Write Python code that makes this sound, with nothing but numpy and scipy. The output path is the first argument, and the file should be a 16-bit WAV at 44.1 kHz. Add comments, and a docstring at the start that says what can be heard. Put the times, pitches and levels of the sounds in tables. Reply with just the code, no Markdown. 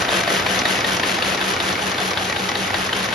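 """Paper folder, close by the fold plates

A folding machine in a print workshop takes about five sheets a second; rollers and gears whir as dense tiny contacts.
Each cycle brings a metal knock of ringing modes, a noise rush of paper with a swelling hum, then a slap and a lighter tap.
Ticks, clunks, rattles and one low thump fall between, with short reflections from the panels and the room.
The microphone draws slowly away from the clatter, then comes back a little at the end."""
import sys
import numpy as np
from scipy import signal
from scipy.fft import rfft, irfft
from scipy.io import wavfile

SR = 44100
rng = np.random.default_rng(int(sys.argv[2]) if len(sys.argv) > 2 else 0)


def inscribe(sig):
    """Save sig as 16-bit PCM at rate SR to the path in sys.argv[1].

    A 1-D sig is mono; a 2-D sig holds one channel per row.
    Samples are clipped to [-1, 1] before scaling.
    """
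    pcm = np.round(np.clip(np.atleast_2d(sig).T, -1, 1) * 32767)
    wavfile.write(sys.argv[1], SR, pcm.astype(np.int16))


N = 138474
T = np.arange(N) / SR
FFT_SIZE = 9 * 2 ** 14
HZ = np.maximum(np.arange(FFT_SIZE // 2 + 1) * SR / FFT_SIZE, 1)

CYCLE_S, FIRST_CYCLE_S = .1897, .0855
SHEET_FOLLOWS = 0.88   # share of the change with closeness that paper noise takes

# slap of each sheet leaving the fold: t/s, relative level/dB
SLAP_TIMES = [(0.0222, -7), (0.2098, -10), (0.3988, -8.5), (0.5927, -8.5), (0.7902, -9.5), (0.9699, -11),
              (1.1599, -16), (1.3482, -9), (1.5384, -7), (1.7297, -12), (1.9176, -9.5), (2.1128, -9),
              (2.2991, -8), (2.4924, -6.5), (2.6787, -12), (2.8641, -11), (3.0616, -13)]
# lighter tap late in each cycle: t/s, relative level/dB
TAP_TIMES = [(0.0505, -10.5), (0.2368, -8.5), (0.4281, -15), (0.6186, -7.5), (0.8087, -8.5), (0.9991, -7),
             (1.1889, -8.5), (1.3778, -9.5), (1.5655, -9), (1.756, -12.5), (1.9462, -11), (2.1353, -9.5),
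             (2.327, -8), (2.5174, -8), (2.7057, -12), (2.8936, -13.5), (3.0896, -13)]
# knock opening each cycle: t/s, body/dB, bright ring/dB, clang f/Hz, clang/dB, ping f/Hz, ping/dB (levels relative)
KNOCK_TIMES = [(0.0907, -14, -19, 685, -12, 3720, -12.5), (0.2790, -12, -21.5, 650, -20, 4600, -20),
               (0.4660, -13, -17, 1020, -17, 2330, -16), (0.6560, -10.5, -13.5, 1890, -9, 3800, -14),
               (0.8464, -13, -16, 1870, -13.5, 3800, -17), (1.0350, -13.5, -16.5, 1730, -18, 2760, -18),
               (1.2250, -14, -13, 2830, -17, 3444, -13), (1.4145, -14, -15, 1530, -17, 3420, -11),
               (1.6040, -15.5, -16, 1520, -17, 3730, -13), (1.7940, -22, -30, 1480, -17, 2450, -22),
               (1.9840, -16.5, -18.5, 1543, -16, 3600, -19), (2.1750, -15.5, -14.5, 1510, -13, 3320, -17),
               (2.3640, -16.5, -18, 1600, -19, 3800, -18), (2.5555, -16.5, -18, 810, -19, 3800, -14),
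               (2.7440, -13, -15, 1550, -11, 3820, -19), (2.9315, -18, -17, 1520, -15, 3080, -13),
               (3.1290, -15.5, -19, 1550, -18, 3600, -21)]
# snapping paper, in crackle and ticks: f/Hz, relative level/dB per Hz
PAPER_SNAP = [(300, -27), (1000, -13), (1700, 3.5), (2400, 3.5), (3400, 2), (5000, -9.5), (7000, -22.5),
              (12000, -25.5)]


def from_db(db):
    """Decibels to gain."""
    return 10 ** (np.asarray(db) / 20)


def rms_one(x):
    """Scale to unit power."""
    return x / np.sqrt(np.mean(x ** 2) + 1e-20)


def decay(age, t60):
    """Exponential decay that falls 60 dB in t60 seconds."""
    return np.exp(-np.log(1000) * age / t60)


def over_hz(points):
    """Read a table along log frequency."""
    hz, value = np.transpose(points)
    return np.interp(np.log(HZ), np.log(hz), value)


def colour(x, spectrum):
    """Minimum-phase filter with the given spectrum, its phase found by folding the cepstrum; unit power out."""
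    cepstrum = irfft(np.log(from_db(over_hz(spectrum))))
    cepstrum[1:FFT_SIZE // 2] *= 2
    cepstrum[FFT_SIZE // 2 + 1:] = 0
    response = np.exp(rfft(cepstrum))
    return rms_one(irfft(rfft(x, FFT_SIZE) * response)[..., :N])


def drift(rate_hz):
    """Slow chance with unit spread, drawn at every 32nd sample."""
    lowpass = signal.butter(2, rate_hz, fs=SR / 32, output="sos")
    slow = signal.sosfilt(lowpass, rng.standard_normal(N // 32 + 1002))[1000:]   # drop the filter's start
    return np.interp(np.arange(N) / 32, np.arange(len(slow)), rms_one(slow))


def grains(per_s, spread_db, smooth, smear_s=0.0073, count=3):
    """Tiny uneven contacts scattered in time, over smooth noise; two channels share times but not signs or scatter."""
    out, age = 0, T[:SR // 50]
    for _ in range(count):
        struck = rng.random(N) < per_s / count / SR
        sizes = struck * from_db(spread_db * np.minimum(rng.exponential(1, N), 3))
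        scatter = rfft(rng.standard_normal((2, len(age))) * decay(age, smear_s))
        kernel = irfft(scatter / np.abs(scatter) ** .5)   # evens out the scatter's spectrum
        signed = sizes * rng.choice([-1, 1], (2, N))
        out = out + signal.oaconvolve(signed, kernel, axes=1)[:, :N]
    return rms_one(rms_one(out) + smooth * rng.standard_normal((2, N)))


def stereo_pair(pair):
    """Two unrelated signals become a partly alike stereo pair."""
    # likeness of left and right: f/Hz, likeness (limited below to 0-0.99)
    likeness = [(60, 1.6), (130, 1.2), (270, 1), (590, .5), (1100, 0.25), (1550, 0.4), (1850, 0.55),
                (2400, 0.62), (3400, 0.38), (5000, 0.76), (6600, 0.1), (7600, 0.96), (11000, 1.75)]
    # stereo phase: f/Hz, left minus right/rad; near-opposite sides in the high treble
    phase_lead = [(60, 0), (500, -.2), (1050, -.8), (1550, -2.3), (1800, 0), (2400, .2), (3000, .7),
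                  (5000, .1), (6500, -.8), (7400, -3.1), (9550, -3.2), (9900, -4.6), (10500, -5.1),
                  (11000, -6.3)]
    # stereo level: f/Hz, left minus right/dB
    tilt = [(60, -0.5), (350, 1.7), (700, -1), (1200, -2.5), (1550, -4.5), (1780, 3.5), (2300, 2),
            (3300, 4), (5000, 1), (8000, 2), (11000, 0)]
    mid, side = rfft(pair, FFT_SIZE)
    alike = np.clip(over_hz(likeness), 0, .99)
    sign = np.array([[1], [-1]])
    both = (np.sqrt(1 + alike) * mid + sign * np.sqrt(1 - alike) * side) / np.sqrt(2)
    level = from_db(sign * over_hz(tilt) / 2)
    turn = np.exp(.5j * sign * over_hz(phase_lead))
    return irfft(both * level * turn)[:, :N]


def pan(x, left_db):
    """Place a sound between the ears by level, left_db being left minus right."""
    return x * from_db([[left_db / 2], [-left_db / 2]])


def since(offset_s):
    """Time since a given point of the machine's cycle last came round."""
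    return (T - FIRST_CYCLE_S - offset_s) % CYCLE_S


def passing():
    """How far a sheet is in the rollers, 0-1."""
    in_s, rise_s, out_s, fall_s = 0.011, 0.016, 0.11, 0.033
    age = since(0)
    return np.clip((age - in_s) / rise_s, 0, 1) * np.clip(1 - (age - out_s) / fall_s, 0, 1)


def bursts(rows, attack_s, jitter_s, vary_db):
    """Envelope of bursts that return every cycle, each with its own small delay and strength."""
    power = 0
    for offset_s, db, t60 in rows:
        late, strong = rng.standard_normal((int(T[-1] / CYCLE_S) + 4, 2)).T
        cycle = ((T - FIRST_CYCLE_S - offset_s) / CYCLE_S + 2).astype(int)
        age = np.maximum(since(offset_s) - jitter_s * np.abs(late)[cycle], 0)
        gain = from_db(db + vary_db * strong)[cycle]
        power = power + (np.minimum(age / attack_s, 1) * gain * decay(age, t60)) ** 2
    return np.sqrt(power)


def swells(rows, attack_s):
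    """Envelope of single bursts (t/s, level/dB, t60/s), each ending after its t60."""
    out = np.zeros(N)
    for s, db, t60 in rows:
        live = slice(*np.searchsorted(T, [s, s + t60]))
        age = T[live] - s
        out[live] += from_db(db) * np.minimum(age / attack_s, 1) * decay(age, t60)
    return out


def strike(hits, modes, vary_db):
    """Clicks set decaying resonators ringing, each mode with a strength of its own for every click."""
    s, db = np.transpose(hits)
    at = np.clip((s * SR).astype(int), 0, N - 1)
    out = np.zeros(N)
    for k, (hz, mode_db, t60) in enumerate(modes):
        clicks = np.full(N, 1e-18)
        clicks[at] = from_db(db + mode_db + vary_db * rng.standard_normal(len(s)))
        r = decay(1 / SR, t60)
        w = 2 * np.pi * hz / SR
        ring = signal.lfilter([0, np.sin(w)], [1, -2 * r * np.cos(w), r * r], clicks)
        out += (-1) ** k * ring
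    return out


def rings(rows, t60):
    """Single rings (t/s, level/dB, f/Hz), all dying at the same rate."""
    return sum(strike([(s, db)], [(hz, 0, t60)], vary_db=0.5) for s, db, hz in rows)


def rollers(near_db, level_db=-23.5, follows=0.35):
    """Rollers, belts and gears whir without a break: countless small contacts."""
    # whir spectrum: f/Hz, relative level/dB per Hz
    whir = [(25, -25), (50, -11.5), (70, -2), (90, -1), (125, -3), (155, -2), (190, -4), (260, 0),
            (400, -1.5), (520, -0.5), (720, -1.5), (1050, -2.5), (1550, -1.5), (2100, -5), (2700, -7),
            (4000, -9.5), (6300, -15), (8500, -25.5), (10500, -19.5), (12000, -25)]
    contacts = grains(per_s=1200, spread_db=2.0, smooth=0.73, smear_s=0.014)
    return from_db(level_db + follows * near_db) * colour(contacts, whir)


def sheets(near_db, rush_db=-25, flutter_db=1.4):
    """Each sheet rushes through the rollers as grainy noise, its edges flicking as it is folded."""
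    # rush spectrum: f/Hz, relative level/dB per Hz
    rush_spectrum = [(100, -12.5), (220, 0.5), (300, 0), (450, 1.5), (750, 0.5), (1000, -3), (1600, -0.5),
                     (2200, -2), (3000, 1), (4200, -4.5), (5200, -5), (6500, -6), (8500, -11.5),
                     (10500, -9.5), (12000, -13)]
    # flick spectrum: f/Hz, relative level/dB per Hz
    flick_spectrum = [(500, -24), (2000, -9), (3500, 5.5), (6000, 10.5), (9000, -16), (12000, -21)]
    # flicking paper edges: t into the cycle/s, level before closeness/dB, t60/s
    flick_times = [(.017, -33.5, .05), (.072, -29, 0.074), (.1215, -25, 0.064), (.147, -29.5, 0.045)]
    flutter = from_db(rush_db + flutter_db * drift(51))
    paper = grains(per_s=1000, spread_db=2.5, smooth=0.61, smear_s=0.0091)
    rush = flutter * passing() * colour(paper, rush_spectrum)
    edges = grains(per_s=3400, spread_db=-0.5, smooth=0.83)
    flick_shape = bursts(flick_times, attack_s=0.001, jitter_s=.0015, vary_db=3.0)
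    flicks = flick_shape * colour(edges, flick_spectrum)
    return from_db(SHEET_FOLLOWS * near_db) * (rush + flicks)


def crackle(near_db, level_db=-30):
    """The passing sheet crackles in small, separate snaps."""
    snaps = grains(per_s=260, spread_db=2.5, smooth=0, smear_s=.004)
    return from_db(level_db + SHEET_FOLLOWS * near_db) * passing() * colour(snaps, PAPER_SNAP)


def rattles(near_db, follows=0.32):
    """Loose guides rattle as noise bursts at set points of the cycle, and clatter louder a few times near the start."""
    # rattle in each cycle: t into the cycle/s, level before closeness/dB, t60/s
    rattle_times = [(.002, -26, 0.051), (.031, -23, .04), (.069, -31, 0.054), (.128, -29.5, 0.058),
                    (.172, -27, 0.023)]
    # louder clatters: t/s, level/dB, t60/s
    clatter_times = [(.116, -18, 0.056), (.166, -16, .03), (.306, -21, .06), (.323, -24, 0.052),
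                     (.536, -18, .04)]
    # rattle spectrum: f/Hz, relative level/dB per Hz
    spectrum = [(60, -18), (300, 3.5), (520, -5.5), (720, 5), (900, -1), (1600, -0.5), (2600, -5),
                (3500, -6.5), (4500, -21), (7000, -12), (12000, -21)]
    shape = bursts(rattle_times, attack_s=0.0011, jitter_s=0.0011, vary_db=2.0)
    shake = from_db(follows * near_db) * shape
    clatter = swells(clatter_times, attack_s=.002)
    return np.hypot(shake, clatter) * colour(grains(per_s=2500, spread_db=2.0, smooth=0.64), spectrum)


def frame(near_db, level_db=-30, hits_per_s=130, idle=0.81, spread_db=2):
    """Guide balls and gears strike the frame at random, louder while a sheet passes."""
    # resonances of frame and fold plates: f/Hz, relative level/dB, t60/s
    frame_modes = [(345, -9, 0.076), (516, -7.5, 0.079), (644, -5, 0.028), (736, -5.5, 0.059),
                   (1017, -7, 0.031), (1280, -.5, 0.031), (1537, -3, 0.04), (1787, -4, 0.031),
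                   (1974, -1.5, 0.031), (2254, -6.5, 0.018), (2547, -6, 0.049), (2990, -2.5, 0.019),
                   (3480, -4, 0.02), (4990, -6, 0.016)]
    hits = [(s, spread_db * rng.standard_normal()) for s in T[rng.random(N) < hits_per_s / SR]]
    # same hits in both channels, with mode strengths drawn apart
    ringing = rms_one(np.array([strike(hits, frame_modes, vary_db=4.0) for _ in range(2)]))
    load = idle + (1 - idle) * passing()
    return from_db(level_db + near_db) * load * ringing


def hums(near_db):
    """Drive tones and panel resonances, most swelling and sinking with every sheet, roughened by slow chance."""
    # tones: f/Hz, level before closeness/dB, crest t into the cycle/s, swell depth 0-1, roughness 0-1,
    # waver rate/Hz, share of the change with closeness
    tones = [(95.1, -44, 0.17, 0.8, 0.28, 9.2, 0), (126.3, -45.5, 0.053, 0, 0.3, 8, 0),
             (408.7, -44, 0.061, 0.6, 0.54, 9.1, -1), (506.5, -43.5, 0.026, 0.3, 0.46, 10.4, 1),
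             (679, -42, 0.059, 0, 0.95, 65, 2.5), (814, -43.5, 0.015, 0.66, 0.9, 48, -2),
             (1535, -45.5, 0.067, 0.46, 0.8, 39, 4.5)]
    out = 0
    for hz, db, crest_s, depth, rough, waver_hz, follows in tones:
        swell = 1 + np.clip(depth, 0, 1) * np.cos(2 * np.pi * since(crest_s) / CYCLE_S)
        turn, rough = 2 * np.pi * hz * T, np.clip(rough, 0, 1)
        steady = np.cos(turn)
        wavering = (drift(waver_hz) * np.cos(turn) + drift(waver_hz) * np.sin(turn)) / np.sqrt(2)
        tone = (1 - rough) * steady + rough * wavering
        out = out + from_db(db + follows * near_db) * rms_one(swell * tone)
    return pan(out, left_db=1.0)


def throb(level_db=-35, crest_s=0.074, sharpness=.85, waver=.13, waver_hz=14, bend_radians=.45):
    """A gear hum, locked to the cycle, throbs and bends in pitch as each sheet loads the drive."""
    gear_teeth = 36   # hum periods per cycle
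    place = 2 * np.pi * since(crest_s) / CYCLE_S
    load = (.5 + .5 * np.cos(place)) ** sharpness
    bend = bend_radians * np.cos(2 * place)
    turn = 2 * np.pi * gear_teeth * T / CYCLE_S + bend + waver * drift(waver_hz)
    hum = load * (1 + waver * drift(waver_hz)) * np.cos(turn)
    return pan(from_db(level_db) * rms_one(hum), left_db=3.0)


def ticks(ring_db=-1.5, t60=.009, grit_db=-12.5):
    """Guide balls and paper edges tick between the knocks: a short ring and a little grit."""
    # sharp ticks: t/s, relative level/dB, f/Hz
    tick_times = [(.011, -14, 1800), (.167, -15, 2800), (.349, -11, 2000), (.728, -13, 2860),
                  (.916, -16, 3000), (.927, -17, 2000), (.950, -12, 2300), (1.103, -14, 2200),
                  (1.320, -13, 1720), (1.676, -18, 2200), (1.687, -17, 1500), (1.719, -22, 2500),
                  (1.824, -24, 2000), (2.081, -29, 2600), (2.248, -17, 3420), (2.311, -13, 2000),
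                  (2.448, -23, 2400), (2.628, -18, 1990), (2.754, -19, 1600), (2.995, -20, 2300)]
    ring = rings([(s, db + ring_db, hz) for s, db, hz in tick_times], t60)
    grit = swells([(s - .001, db + grit_db, .02) for s, db, _ in tick_times], attack_s=.0005)
    return ring + grit * colour(rng.standard_normal(N), PAPER_SNAP)


def workshop(x, level_db=-3.5, t60=0.16):
    """Dense reflections from the machine's panels and the room: convolution with decaying noise."""
    tail = rng.standard_normal((2, N)) * decay(T, t60)
    tail /= np.sqrt(np.sum(tail ** 2) / 2)
    reflections = signal.fftconvolve(x[None], tail, axes=1)[:, :N]
    return from_db(level_db) * stereo_pair(reflections)


def scuffs():
    """Contacts grate as noise: a bright snap and a shudder on the knocks, a papery rustle on slaps and taps."""
    # grating snap of the knock: f/Hz, relative level/dB per Hz
    snap_spectrum = [(200, -13), (700, -4), (1000, -2), (1800, -3), (2400, -5), (3100, 2.5), (3900, 1.5),
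                     (4500, -8), (5500, -24), (12000, -21)]
    # guides shuddering after each knock: f/Hz, relative level/dB per Hz
    shudder_spectrum = [(150, -11), (340, -0.5), (650, 2), (1000, 1), (1300, -8), (1800, -2), (2800, 0),
                        (4000, -9), (5000, -13), (12000, -19)]
    # paper around each slap and tap: f/Hz, relative level/dB per Hz
    rustle_spectrum = [(300, -7), (750, 1), (1500, 0.5), (2300, 0.5), (3500, -5), (5500, -6), (7000, -14),
                       (12000, -32)]
    snap_db, snap_t60, snap_lead_s, snap_rise_s = 0, 0.044, 0.0034, 0.0019
    shudder_db, shudder_t60 = -6, 0.067
    rustle_db, rustle_t60, rustle_lead_s = -8, 0.038, 0.003
    grit = grains(per_s=9000, spread_db=1.2, smooth=1.2, smear_s=0.0039)
    snap_rows = [(s - snap_lead_s, ring_db + snap_db, snap_t60) for s, _, ring_db, *_ in KNOCK_TIMES]
    shudder_rows = [(s - snap_lead_s, body_db + shudder_db, shudder_t60) for s, body_db, *_ in KNOCK_TIMES]
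    rustle_rows = [(s - rustle_lead_s, db + rustle_db, rustle_t60) for s, db in [*SLAP_TIMES, *TAP_TIMES]]
    snap = swells(snap_rows, snap_rise_s) * colour(grit, snap_spectrum)
    shudder = swells(shudder_rows, snap_rise_s) * colour(rng.standard_normal((2, N)), shudder_spectrum)
    rustle = swells(rustle_rows, attack_s=0.0019) * colour(grit, rustle_spectrum)
    return snap + shudder + rustle


def slaps(level_db=-10, lead_s=0.000976, bounce_s=.0035, bounce_db=-4):
    """The tail of each sheet slaps a guide, which rings, and bounces once."""
    # ringing of a slapped guide: f/Hz, relative level/dB, t60/s
    guide_modes = [(483, -5, 0.019), (708, -4.5, 0.045), (1144, -7, 0.032), (1490, -13, .02),
                   (1944, -3, 0.021), (2250, -2, 0.0085), (2900, -19, 0.0087), (3510, -6.5, 0.018),
                   (4100, -5, 0.011), (5730, -13, 0.011)]
    contacts = ((0, 0), (bounce_s, bounce_db))
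    hits = [(s - lead_s + lag_s, db + level_db + loss_db) for s, db in SLAP_TIMES for lag_s, loss_db in contacts]
    return strike(hits, guide_modes, vary_db=2.0)


def taps(level_db=-7.5, lead_s=0.000785):
    """A single lighter contact rings shortly before the next knock."""
    # ringing of the tap: f/Hz, relative level/dB, t60/s
    tap_modes = [(258, -9, 0.042), (753, -7, 0.019), (1050, -7.5, 0.014), (1470, -10, 0.02),
                 (1870, -2, 0.017), (2255, -1, 0.017), (3300, -13, 0.0088), (4240, -11, .006),
                 (5620, -19, 0.0055)]
    return strike([(s - lead_s, db + level_db) for s, db in TAP_TIMES], tap_modes, vary_db=3.5)


def knocks(level_db=-3.5, ring_level_db=-2, jitter_s=0.00021):
    """A metal stop is hit once a cycle, chatters and rings; each blow favours a clang and a ping of its own."""
    # contacts within one knock: t from the main one/s, level change/dB
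    contacts = [(-.0036, -5), (-.0011, -1.5), (.0004, -2), (.0052, -13)]
    # ringing of the stop: f/Hz, relative level/dB, t60/s
    stop_modes = [(343, -8, 0.052), (629, -5, 0.034), (1007, -6.5, 0.023), (1515, -8, 0.022),
                  (1823, -3, 0.018), (2200, -9, 0.014), (2620, -8, 0.019), (3000, -8, 0.018),
                  (3435, -4.5, 0.024), (3720, -5, 0.018), (4470, -5, 0.022)]
    bright_above_hz = 2500
    clang_t60, ping_t60, ring_lead_s = 0.026, 0.025, 0.001503
    hits = np.array([(s + lag_s + jitter_s * rng.standard_normal(), body_db + loss_db, ring_db + loss_db)
                     for s, body_db, ring_db, *_ in KNOCK_TIMES for lag_s, loss_db in contacts])
    low_modes = [mode for mode in stop_modes if mode[0] < bright_above_hz]
    high_modes = [mode for mode in stop_modes if mode[0] >= bright_above_hz]
    body = strike(hits[:, [0, 1]], low_modes, vary_db=1.7)
    bright = strike(hits[:, [0, 2]], high_modes, vary_db=1.8)
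    clang = rings([(s - ring_lead_s, db, hz) for s, _, _, hz, db, _, _ in KNOCK_TIMES], clang_t60)
    ping = rings([(s - ring_lead_s, db, hz) for s, *_, hz, db in KNOCK_TIMES], ping_t60)
    return from_db(level_db) * (body + bright) + from_db(ring_level_db) * (clang + ping)


def clunks(level_db=-3, t60=.055):
    """Now and then a fold plate gives a hollow clunk, a single decaying ring."""
    # clunks: t/s, relative level/dB, f/Hz
    clunk_times = [(.126, -19, 600), (.150, -20, 704), (.304, -16, 406), (.312, -14, 679),
                   (.320, -14.5, 502), (1.126, -21, 620), (1.184, -14.5, 757), (1.281, -16.5, 522),
                   (1.822, -18, 830), (1.840, -20.5, 700), (2.002, -18, 470), (2.020, -22, 690),
                   (2.213, -17.5, 773), (2.788, -19, 753), (2.958, -23, 450)]
    return rings([(s, db + level_db, hz) for s, db, hz in clunk_times], t60)


def thump():
    """A soft low thump of noise as the microphone swings round."""
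    # the one thump: t/s, level/dB, t60/s
    burst = (2.76, -30, 0.23)
    # thump spectrum: f/Hz, relative level/dB per Hz
    spectrum = [(20, -8), (45, 0), (75, -3), (130, -16), (400, -52)]
    return swells([burst], attack_s=.02) * colour(rng.standard_normal(N), spectrum)


def scene():
    """The whole machine as heard from beside the folding table."""
    # closeness to the folding rollers: t/s, level/dB (each source takes its own share)
    nearness = [(0, 3), (.3, 2.2), (.7, 1.6), (1.2, 1), (1.8, -1.1), (2.4, -3), (3.14, -1)]
    near_db = np.interp(T, *np.transpose(nearness))
    knock = knocks()
    light = taps() + slaps() + ticks() + clunks()
    machine = rollers(near_db) + sheets(near_db) + crackle(near_db) + rattles(near_db) + frame(near_db)
    spread_out = stereo_pair(machine + scuffs())
    tones = throb() + hums(near_db)
    direct = pan(knock, left_db=2) + pan(light, left_db=0.5)
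    return spread_out + tones + thump() + direct + workshop(knock + light)


def record(dry):
    """The deepest rumble is lost, the highest peaks are rounded and the top is cut steeply."""
    rumble_hz, cutoff_hz, ceiling = 42, 11800, .9
    thin = signal.sosfilt(signal.butter(2, rumble_hz, "high", fs=SR, output="sos"), dry)
    rounded = ceiling * thin / (1 + (thin / ceiling) ** 6) ** (1 / 6)
    steep = signal.ellip(10, .05, 60, cutoff_hz, fs=SR, output="sos")
    return signal.sosfiltfilt(steep, rounded)


dry = scene()
out = record(dry)
inscribe(out)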